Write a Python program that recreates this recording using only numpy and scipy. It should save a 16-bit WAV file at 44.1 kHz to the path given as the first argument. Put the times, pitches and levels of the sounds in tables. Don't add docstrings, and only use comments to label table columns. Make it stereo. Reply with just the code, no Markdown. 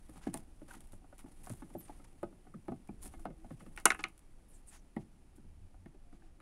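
import sys
import numpy as np
from scipy import signal
from scipy.fft import rfft, irfft, next_fast_len
from scipy.io import wavfile
from scipy.ndimage import map_coordinates

SR = 44100
rng = np.random.default_rng(int(sys.argv[2]) if len(sys.argv) > 2 else 0)


def file_out(sig):
    cols = np.atleast_2d(sig).T
    lim = np.clip(cols, -1, 1)
    pcm = np.round(lim * 32767).astype(np.int16)
    wavfile.write(sys.argv[1], SR, pcm)


N = 282681
T = np.arange(SR // 4) / SR

# (time [s], floor pitch [Hz], thud level [dB], knock over thud [dB], rap over thud [dB],
# relative strength of the sinking tail [dB], pat pitch [Hz], tap pitch [Hz],
# left minus right of pat and walls [dB], ahead of the balance of all steps)
FOOTFALLS = [(0.091, 311, -55, -14, -12.5, -14, 537, 1270, -5),
             (0.156, 269, -57, -9, -18, 2, 767, 1140, -1),
             (0.268, 281, -35.5, -12.5, -21, -7.5, 696, 1690, -0.5),
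             (0.342, 280, -45.5, 0, -9.5, -1.5, 853, 1130, 0),
             (0.615, 293, -51, -11, -20.5, -9, 600, 1700, 1), (0.685, 260, -71, 6.5, 2, -1, 550, 1490, 8),
             (0.71, 240, -70.5, -3, 11, -5, 956, 1500, 6), (0.739, 197, -63, -4, 5, -1, 890, 1260, 3),
             (0.765, 278, -57, -8, -27, -5, 696, 2030, -2),
             (0.93, 227, -59.5, -2, -7.5, -2, 570, 1350, 1.7),
             (1.042, 290, -65.5, 1, -10, -5, 740, 1150, 3), (1.125, 286, -65.5, 7, -1.5, -15, 573, 1280, 1),
             (1.241, 258, -52, -17, -24, -7, 850, 1140, 2), (1.26, 285, -58.5, -6, -13, -8, 846, 1130, -2),
             (1.469, 255, -60, 6.5, 0.5, -3, 727, 1140, 1),
             (1.499, 162, -45.5, -13, -16, -3.5, 604, 1130, -1), (1.535, 220, -65, 1, -9, -7, 720, 1120, 4),
             (1.62, 271, -47.5, -8, -13, -5, 860, 1130, -2), (1.701, 272, -61, -5, -7, 8, 890, 1110, 7),
             (1.749, 339, -44.5, -2.5, -27, -6, 580, 1710, 1),
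             (1.894, 286, -54.5, 4.5, -17, -5, 732, 1150, -0.5),
             (1.996, 286, -63, -3, -8, 4, 555, 1170, -0.9), (2.229, 344, -41, 0.5, -14, -11, 582, 1260, 0),
             (2.325, 260, -60, -9, -16, -3, 610, 1200, -2), (2.467, 214, -61, -0.5, -9, 1, 740, 1240, -2),
             (2.541, 209, -48, -22, -18.5, 4, 540, 1200, -5),
             (2.681, 337, -41, -1, -16.5, -6, 834, 1330, -1.5),
             (2.718, 250, -41, -6, -22.5, -3, 700, 1130, 0),
             (2.889, 196, -44.5, -10, -23, 0, 724, 1370, -0.5),
             (3.055, 204, -53.5, -11, -11, 4, 705, 1360, 4), (3.137, 295, -57, 0, -3, -2, 778, 1140, 3.5),
             (3.19, 302, -61, -2, -12, 0, 705, 1160, 2.3), (3.253, 228, -47.5, 6, -5, 6, 713, 1250, 5),
             (3.302, 165, -48.5, -19, -19.5, -16, 543, 1120, -2.5),
             (3.443, 243, -56.5, 0, -14, 1, 720, 1580, 0),
             (3.506, 192, -46, -13, -16.5, 2.5, 538, 1120, -2),
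             (3.604, 258, -59, -3.5, -1.5, 21, 570, 1270, -0.3),
             (3.662, 192, -55.5, -8.5, -7, 1, 530, 1190, -0.5),
             (3.991, 303, -51, -2.5, -3, -10, 840, 1280, -3),
             (4.964, 213.4, -37, -7.5, -19.5, -5, 840, 1293, -1),
             (5.38, 293, -57.5, -18, -21, -5, 896, 1350, 4), (5.44, 165, -62.5, -18, -25, 3, 590, 1424, -4),
             (5.742, 289.5, -71, 2.5, -6, -6, 748, 1436, 7),
             (5.858, 203, -52, -10.5, -15, -4, 680, 1146, 2),
             (5.944, 372, -63, -7.5, -14, -5, 587, 1150, 0),
             (6.126, 266.2, -57.5, -11.5, -15, -6, 704, 1437, 4),
             (6.221, 286, -72.5, 1, -2, -8, 737, 1658, 0.8), (6.401, 223, -76.5, 5.5, 13, -3, 609, 1176, 1)]
# (time [s], activity [dB])
ACTIVITY = [(0, 0.5), (0.11, 6), (0.5, -1), (0.82, 5), (1.0, -3.5), (1.38, 6), (1.87, 5.5), (2.05, 2),
            (2.3, -2), (2.96, -0.5), (3.12, 7), (3.3, -4), (3.5, 2), (3.95, 5), (4.2, -3), (4.64, -2.5),
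            (5.0, -3.5), (6.41, -6.5)]
# (time [s], length [s], body [dB], hiss [dB])
SCRAPES = [(0.15, 0.068, -62, -68), (0.208, 0.13, -62.5, -70.5), (0.329, 0.096, -60, -59.5),
           (0.677, 0.13, -61.5, -62.5), (0.915, 0.079, -80, -68), (1.18, 0.054, -64, -63),
           (1.431, 0.08, -68, -58), (1.493, 0.095, -74, -58.5), (1.855, 0.12, -68, -74),
           (2.041, 0.02, -62, -81), (3.018, 0.078, -70, -52.5), (3.192, 0.059, -81, -67.5),
           (3.782, 0.035, -54, -61.5), (3.991, 0.041, -57, -79), (5.352, 0.041, -88.5, -70.5)]
# (frequency [Hz], relative level [dB])
FLEX = [(20, -28), (50, -14.5), (85, 0), (130, 0), (200, -0.5), (330, -2.5), (450, -10.5), (800, -11.5),
        (1200, -30), (2500, -48), (5000, -120)]
SCUFF = [(100, -38.5), (400, -20), (800, 0.5), (1500, -0.5), (2500, -2.5), (4000, -9), (5500, -9),
         (8000, -11.5), (12000, -50.5)]
HISS = [(3000, -14.5), (5500, -16.5), (7000, -10.5), (8300, -6), (9500, 0.5), (11000, -5), (11900, -12.5),
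        (14000, -18), (16000, -23)]


def amp(db):
    return 10 ** (np.asarray(db) / 20)


def unit(x):
    return x / np.sqrt(np.mean(x ** 2) + 1e-20)


def head_unit(x, size):
    return x / np.sqrt(np.mean(x[..., :size] ** 2) + 1e-20)


def along(points, hz):
    f, v = np.transpose(points)
    return np.interp(np.log(hz + 1), np.log(f), v)


def curves(rows):
    s, *cols = np.transpose(rows)
    return [np.interp(np.arange(N) / SR, s, c) for c in cols]


def wobble(rate):
    knots = rng.standard_normal(int(N * rate / SR) + 4)
    return map_coordinates(knots, [np.arange(N) * rate / SR])


def fade(t60, t=T):
    return np.exp(-np.log(1000) * t / t60)


def swell(length, skew=1):
    return np.sin(np.pi * np.clip(T / length, 0, 1) ** skew)


def swept(hz):
    return np.sin(2 * np.pi * np.cumsum(hz) / SR)


def add(track, s, sound):
    part = track[:, max(0, round(s * SR)):][:, :sound.shape[-1]]
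    part += sound[..., :part.shape[-1]]


def panned(x, db):
    return x * amp(np.array([[.5], [-.5]]) * db)


def noise(spectrum, size=N):
    # (frequency [Hz], coherence [0 to 1])
    alike = [(50, .88), (300, .9), (600, .45), (1200, 0), (2500, 0), (5000, .15), (10000, .3)]
    m = next_fast_len(size)
    hz = np.fft.rfftfreq(m, 1 / SR)
    turn = np.arccos(np.clip(along(alike, hz), -1, 1)) / 2
    coloured = rfft(rng.standard_normal((2, m))) * amp(along(spectrum, hz))
    mid, side = irfft(coloured * [np.cos(turn), np.sin(turn)], m)
    return unit(np.array([mid + side, mid - side])[:, :size])


def echoes(decay):
    hz, t, z = signal.stft(noise([(1, 0)], size=len(T)), SR, nperseg=128)
    return signal.istft(z * fade(along(decay, hz)[:, None], t), SR, nperseg=128)[1][:, :len(T)]


def ring(hz, t60, lag=0):
    t = np.maximum(T - np.array([[lag], [-lag]]) / 2 - abs(lag) / 2, 0)
    return np.sin(2 * np.pi * hz * t) * fade(t60, t)


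def soft(x, hz):
    return signal.sosfilt(signal.butter(2, hz, fs=SR, output="sos"), x)


def box(vary_db, dense_db, lag_spread=0.00039, rise=0.00032):
    # (frequency [Hz], relative level [dB], t60 [s])
    modes = [(146, -14, 0.11), (212, -9, 0.17), (333, 0, 0.093), (393, -4, 0.055), (568, -8.5, 0.07),
             (665, -5, 0.14), (760, -0.5, 0.1), (842, 1, 0.058), (945, -7, 0.062), (1125, -6.5, 0.053),
             (1261, -2, 0.08), (1451, -1, 0.052), (1540, -7.5, 0.082), (1726, -5.5, .08), (1884, -6, 0.04),
             (1970, -5.5, 0.05), (2130, -4.5, 0.045), (2143, -5, 0.08), (2302, -7, 0.041),
             (2540, -13, 0.11), (2690, -10, 0.09), (2900, -9.5, 0.066), (3878, -17.5, .07),
             (4428, -15.5, .06)]
    # (frequency [Hz], t60 [s])
    decay = [(200, 0.12), (1000, 0.059), (2500, 0.06), (5000, 0.077), (10000, 0.02)]
    wide_from_hz = 490
    struck = 0
    for hz, db, t60 in modes:
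        side, size, way = rng.standard_normal(3)
        lag = lag_spread * way * min(1, hz / wide_from_hz) ** 2
        struck = struck + np.sign(side) * amp(db + vary_db * size) * ring(hz, t60, lag)
    return (struck + amp(dense_db) * echoes(decay)) * (1 - np.exp(-T / rise))


def voiced(blow, levels_db):
    # (low edge [Hz], high edge [Hz])
    registers = [(90, 450), (450, 1100), (1100, 3200), (3200, 6000), (6000, 15000)]
    total = 0
    for db, edges in zip(levels_db, registers):
        band = signal.sosfilt(signal.butter(4, edges, "band", fs=SR, output="sos"), blow)
        total = total + amp(db) * head_unit(band, size=882)
    return total


def resounding(x, ring_db=-14):
    answer = box(vary_db=-1.0, dense_db=-11.5)
    return x + amp(ring_db) * signal.fftconvolve(x, answer / np.linalg.norm(answer[0]), axes=1)[:, :N]


def hand_rumble(sway_db=1.0):
    # (time [s], rumble level [dB])
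    hand = [(0, -54.5), (0.35, -52.5), (0.6, -55), (2.8, -57), (3.07, -48.5), (3.5, -54), (3.95, -52),
            (4.2, -57), (6.41, -57.5)]
    # (frequency [Hz], relative level [dB])
    rumble = [(10, -7), (18, 9), (40, -0.5), (70, -8), (110, -16), (160, -43.5), (260, -120)]
    level_db, = curves(hand)
    return amp(level_db + sway_db * wobble(9.9)) * noise(rumble)


def floor_flex(flex_db=-66.5, grows=0.4, lumpy_db=1.0):
    activity, = curves(ACTIVITY)
    return amp(flex_db + grows * activity + lumpy_db * wobble(24)) * noise(FLEX)


def floor_quiver(quiver_db=-18, quiver_t60=0.28):
    quiver, t = np.zeros((2, N)), np.arange(SR) / SR
    shape = fade(quiver_t60, t) * (1 - fade(0.036, t))
    for s, hz, weight_db, *touch in FOOTFALLS:
        add(quiver, s, amp(weight_db + quiver_db) * shape)
    return quiver * unit(soft(noise(FLEX), 180))


def rubbing(body_db=-74, hiss_db=-75.5, body_grows=0.41, grain_db=0.73):
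    activity, = curves(ACTIVITY)
    clump_db = np.clip(1 + .3 * activity, 0, 2.5) * wobble(90)
    grain = unit(amp(grain_db * wobble(350) + clump_db))
    body = amp(body_db + body_grows * activity) * noise(SCUFF)
    hiss = amp(hiss_db + activity) * noise(HISS)
    return grain * (body + hiss)


def scratching(size_db=4, pitch_spread=.45, cycles=14, lag=0.00038):
    ticks_per_s, tick_hz = 70, 1609
    tick_db, grows = -73.5, 0.58
    track = np.zeros((2, N))
    activity, = curves(ACTIVITY)
    count = int(ticks_per_s * N / SR)
    draws = np.clip(rng.standard_normal((count, 3)), -2, 2)
    for at, (size, spot, way) in zip(rng.integers(N, size=count), draws):
        hz = tick_hz * np.exp(pitch_spread * spot)
        level_db = tick_db + grows * activity[at] + size_db * size
        add(track, at / SR, amp(level_db) * ring(hz, cycles / hz, lag * way))
    return track


def footfalls(activity_share=0.3, pitch_spread=0.084, unevenness=0.16):
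    walk_from_s, walk_to_s, steps_per_s = 0.13, 3.3, 3.4
    light_db, light_hz = -69, 267
    # (knock over thud [dB], rap over thud [dB], sinking tail [dB], pat [Hz], tap [Hz],
    # left minus right of pat and walls [dB])
    touch = (-2.5, -27.5, -4, 749.5, 1209, 1)
    beats = np.arange(walk_from_s, walk_to_s, 1 / steps_per_s)
    late, spot = rng.standard_normal((2, len(beats)))
    times = beats + unevenness * late / steps_per_s
    weights = light_db + activity_share * np.interp(times, *np.transpose(ACTIVITY))
    pitches = light_hz * np.exp(pitch_spread * spot)
    return FOOTFALLS + [(s, hz, db, *touch) for s, hz, db in zip(times, pitches, weights)]


def bending_wave(start_hz=440, end_hz=100, sink_s=.017, peak_s=.016, scatter_db=-5, scatter_t60=0.19):
    hz = end_hz + (start_hz - end_hz) * np.exp(-T / sink_s)
    spot = np.exp(.1 * rng.standard_normal())
    wave = swept(hz * spot) * (T / peak_s * np.exp(1 - T / peak_s)) ** 2
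    tail = fade(scatter_t60) * (1 - np.exp(-T / peak_s))
    scattered = unit(soft(noise(FLEX, size=len(T)), 330)) * tail
    return wave + amp(scatter_db) * 2 * scattered


def paws(floor_db=6, floor_t60=0.071, pat_db=6, pat_t60=0.04, tap_db=5, tap_t60=0.016,
         sag_db=-1, pad_hz=1700, lag=0.0003, walls_db=-5, landing_s=0.00078, snap_db=-18):
    track = np.zeros((2, N))
    landing = 1 - np.exp(-T / landing_s)
    for s, hz, weight_db, knock_db, rap_db, tail_db, pat_hz, tap_hz, pan_db in footfalls():
        delay = lag * rng.standard_normal()
        floor = amp(floor_db) * ring(hz, floor_t60) + amp(sag_db + tail_db) * bending_wave()
        pat = amp(pat_db) * ring(pat_hz, pat_t60, delay) + amp(tap_db) * ring(tap_hz, tap_t60, delay)
        walls = amp(walls_db) * box(vary_db=3.0, dense_db=8.0)
        step = soft(landing * (floor + panned(pat + walls, pan_db)), pad_hz)
        levels_db = weight_db + np.array([0, knock_db, rap_db, rap_db + snap_db])
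        add(track, s, voiced(step, levels_db))
    return track


def claws(t60=0.009, tail_db=-20, tail_t60=0.064, body_db=-9, paw_claw_db=-9.5):
    # (time [s], level [dB])
    catching = [(0.096, -63.5), (0.177, -67), (0.341, -40), (0.374, -49.5), (0.711, -62), (0.737, -59.5),
                (0.806, -57.5), (0.872, -66), (0.921, -61.5), (1.181, -60.5), (1.445, -67), (1.471, -64.5),
                (1.496, -49.5), (1.535, -58), (2.045, -64), (2.23, -65.5), (2.874, -66.5), (3.763, -54),
                (3.799, -56.5), (4.031, -60.5), (4.084, -60.5), (4.178, -61.5), (4.192, -63)]
    track = np.zeros((2, N))
    attack = 1 - np.exp(-T / .0005)
    shape = (fade(t60) + amp(tail_db) * fade(tail_t60)) * attack
    with_paws = [(s, weight_db + rap_db + paw_claw_db)
                 for s, hz, weight_db, knock_db, rap_db, *rest in FOOTFALLS]
    for s, db in catching + with_paws:
        burst = noise(HISS, size=len(T)) + amp(body_db) * noise(SCUFF, size=len(T))
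        add(track, s, amp(db) * head_unit(shape * burst, size=353))
    return track


def scrapes(hiss_db=-1, grain_db=-2.5, catch_db=2.9):
    drag = np.zeros((2, N))
    for s, length, *levels_db in SCRAPES:
        add(drag, s, amp(levels_db)[:, None] * swell(length, 0.5))
    grain = amp(grain_db * wobble(700) + catch_db * wobble(110))
    grit = grain * amp(3 * wobble(260))
    body = drag[0] * unit(grit * noise(SCUFF))
    return body + amp(hiss_db) * drag[1] * unit(grain * noise(HISS))


def catches(body_db=3, hiss_db=9, body_hz=1150, hiss_hz=8600, body_t60=0.0089, hiss_t60=0.00073,
            lag=0.00017, catches_per_s=150):
    track = np.zeros((2, N))
    for s, length, low_db, high_db in SCRAPES:
        count = int(catches_per_s * length)
        draws = np.clip(rng.standard_normal((count, 4)), -2, 2)
        for u, (size, low, high, way) in zip(rng.beta(1.5, 2.5, count), draws):
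            body = amp(low_db + body_db) * ring(body_hz * np.exp(0.34 * low), body_t60, lag * way)
            snap = amp(high_db + hiss_db) * ring(hiss_hz * np.exp(.12 * high), hiss_t60)
            add(track, s + u * length, amp(5.5 * size) * (body + snap))
    return track


def creaks(t60=0.023, rise=0.0022, lag=0.000097):
    # (time [s], level [dB], pitch [Hz])
    creaking = [(0.708, -38, 1510), (0.738, -46, 1560), (2.001, -51, 1310), (2.54, -39.5, 1260),
                (2.888, -46, 2370), (3.505, -45, 1285), (4.965, -35.5, 1933), (5.858, -48.5, 1832),
                (6.221, -59, 1560)]
    track = np.zeros((2, N))
    for s, db, hz in creaking:
        add(track, s, amp(db) * ring(hz, t60, lag) * (1 - np.exp(-T / rise)))
    return track


def shifts(level_db=1, waver=0.074, overtone_db=-13):
    # (time [s], length [s], level [dB], start [Hz], end [Hz])
    loads = [(0.913, 0.083, -56.5, 97, 84), (1.5, 0.048, -42, 136.5, 95.5), (5.429, 0.14, -55, 83.8, 67.8),
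             (5.533, 0.095, -58, 73.5, 55), (5.596, .09, -53.5, 75.7, 85), (5.719, 0.064, -54.5, 52, 48),
             (5.766, 0.12, -56, 78, 89)]
    track = np.zeros((2, N))
    for s, length, db, start_hz, end_hz in loads:
        glide = start_hz + (end_hz - start_hz) * np.clip(T / length, 0, 1)
        hz = glide * (1 + waver * wobble(35)[:len(T)])
        tone = swept(hz) + amp(overtone_db) * swept(2 * hz)
        add(track, s, amp(level_db + db) * swell(length, 0.93) * tone)
    return track


def slides(width_hz=950):
    # (time [s], length [s], level [dB], start [Hz], end [Hz])
    sliding = [(1.778, .045, -55.5, 12960, 11080), (1.808, 0.078, -63.5, 10550, 8000),
               (4.48, 0.055, -66, 10670, 9700), (4.526, 0.049, -65, 9004, 7100),
               (4.669, 0.042, -57, 9570, 7990), (4.712, 0.059, -67, 7520, 6220),
               (4.755, .055, -71.5, 6800, 5940)]
    track = np.zeros((2, N))
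    roughness = [(width_hz / 2, 0), (width_hz, -6), (3 * width_hz, -18), (10 * width_hz, -45)]
    for s, length, db, start_hz, end_hz in sliding:
        hz = start_hz + (end_hz - start_hz) * np.clip(T / length, 0, 1)
        squeak = unit(noise(roughness, size=len(T)) * swept(hz))
        add(track, s, amp(db) * swell(length, 0.8) * squeak)
    return track


def singing(waver=0.014):
    # (time [s], length [s], level [dB], central pitch [Hz])
    tones = [(3.138, 0.11, -57.5, 328), (3.363, 0.14, -58.5, 328), (6.023, 0.13, -72.5, 705),
             (6.14, 0.153, -66.5, 328), (6.212, 0.064, -70, 728)]
    track = np.zeros((2, N))
    for s, length, db, pitch_hz in tones:
        hz = pitch_hz * (1 + waver * wobble(30)[:len(T)])
        add(track, s, amp(db) * swell(length) * swept(hz))
    return track


def wall_swing(hz, lag=0.00016, sharp=0.77, sink_s=.0008):
    t = np.maximum(T - np.array([[lag], [0]]), 0)
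    u = t * hz / 1.7
    bent = t + sharp * sink_s * (1 - np.exp(-t / sink_s))
    return np.sin(2 * np.pi * hz * bent) * (u * np.exp(1 - u)) ** 2


def knocks(wall_db=19, crack_db=21, crack_t60=0.014, crack_modes_db=1, tail_db=-27, tail_t60=0.078,
           bounce_db=-15, bounce_s=0.0062, crackle_db=3.0, clatter_t60=.055):
    # (time [s], strength [dB], fullness [dB], 0 square on and negative glancing,
    # snap over usual [dB], final wall pitch [Hz], relative ring of the box [dB],
    # left minus right of wall and crack [dB])
    blows = [(3.7749, -42, -14, -0.5, 1860, 3.5, -2), (3.8548, -23, 5, 4, 1720, 6.5, -3),
             (3.8601, -28, -10, -3, 1050, -1.5, 7.5), (3.9034, -22, -24, 3, 1814, -4, 0.5),
             (3.9114, -39, -16.5, 1.5, 1700, 1.5, 3), (3.9181, -33.5, -18, -2, 1400, 4.5, -2.5),
             (3.9459, -45.5, -11, -18, 1450, 9, 2.5), (3.991, -47, -18, -1, 1980, 16, -5),
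             (4.007, -53, -8.5, 4, 2100, -3, -2), (4.0392, -26.5, -27, 3.5, 2010, -3.5, -3)]
    # (level over strength when square on [dB], share of the fullness it follows [dB/dB])
    registers = [(-15, 0.4), (-10, 0.5), (-0.25, 0.07), (-17.5, 0.28), (-3, 1)]
    # (frequency [Hz], relative level [dB], t60 [s])
    stiff_modes = [(7100, -5.5, .005), (7826, -6.5, 0.0041), (8976, -7.5, .014), (9760, -4, 0.011),
                   (11040, -2, .005)]
    # (frequency [Hz], relative level [dB])
    crack_colour = [(500, -24), (3200, -14), (4000, -1), (4600, -3.5), (5600, -5), (6600, -0.5),
                    (8200, 0.5), (9400, 6.5), (11000, -2.5), (12500, -13.5), (15000, -29.5)]
    clatter_colour = [(150, -9), (350, -3.5), (520, -7.5), (850, 1), (1400, 2), (1700, -2.5), (2100, -3),
                      (3000, -10), (4300, -19), (7000, -30), (12000, -49.5)]
    track = np.zeros((2, N))
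    attack = 1 - np.exp(-T / .0004)
    for s, strength_db, fullness_db, snap_db, wall_hz, ring_db, pan_db in blows:
        levels_db = np.array([strength_db + db + share * fullness_db for db, share in registers])
        levels_db = levels_db + [0, 0, 0, snap_db, 0]
        wall = amp(wall_db) * wall_swing(wall_hz)
        crackle = amp(tail_db + crackle_db * wobble(448.1)[:len(T)]) * fade(tail_t60)
        burst = (fade(crack_t60) + crackle) * noise(crack_colour, size=len(T))
        stiff = sum(amp(db) * ring(hz, t60, 2e-5 * rng.standard_normal()) for hz, db, t60 in stiff_modes)
        crack = amp(crack_db) * attack * (burst + amp(crack_modes_db) * stiff)
        rattle = amp(ring_db + 3 * np.tanh(wobble(350)[:len(T)]))
        dense = noise(clatter_colour, size=len(T)) * fade(clatter_t60) * attack
        clatter = 1.3 * box(vary_db=1.0, dense_db=-20) + 1.5 * dense
        blow = panned(wall + crack, pan_db) + rattle * clatter
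        add(blow, bounce_s, amp(bounce_db) * wall[::-1])
        add(track, s, voiced(blow, levels_db))
    return track


def brushes():
    # (time [s], length [s], body [dB], hiss [dB])
    strokes = [(4.474, 0.15, -77, -70.5), (4.655, 0.068, -75, -65), (4.702, 0.087, -60.5, -63.5),
               (4.983, 0.057, -70, -76), (6.11, 0.079, -74, -82), (6.198, 0.11, -76, -87)]
    stroke = np.zeros((2, N))
    for s, length, *levels_db in strokes:
        add(stroke, s, amp(levels_db)[:, None] * swell(length, 1.07))
    return stroke[0] * noise(SCUFF) + stroke[1] * noise(HISS)


def room(x, wet_db=-22):
    # (frequency [Hz], t60 [s])
    decay = [(200, 0.62), (1500, 0.13), (5000, 0.15), (10000, 0.18)]
    tail = np.pad(echoes(decay), ((0, 0), (SR // 100, 0)))
    return amp(wet_db) * signal.fftconvolve(x, tail / np.linalg.norm(tail[0]), axes=1)[:, :N]


def scene():
    steps = panned(paws(), 0.8) + panned(shifts(), 0.8) + singing()
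    clawing = claws() + slides() + creaks() + resounding(scrapes() + catches() + scratching())
    contacts = steps + clawing + brushes() + knocks()
    movement = hand_rumble() + floor_flex() + floor_quiver()
    return contacts + room(contacts) + resounding(rubbing(), ring_db=-19.5) + movement


def record(dry):
    # (frequency [Hz], left minus right [dB])
    ports = [(300, 1.5), (800, -0.5), (1500, 0.5), (4000, 0), (7000, -1.5), (10000, -2), (12500, 4.5)]
    top_hz = 15750
    m = next_fast_len(N + SR // 2)
    hz = np.fft.rfftfreq(m, 1 / SR)
    heard = irfft(panned(rfft(dry, m), along(ports, hz)), m)
    held = heard / (1 + np.abs(heard / .92) ** 6) ** (1 / 6)
    return irfft(rfft(held) * (hz < top_hz), m)[:, :N]


dry = scene()
out = record(dry)
file_out(out)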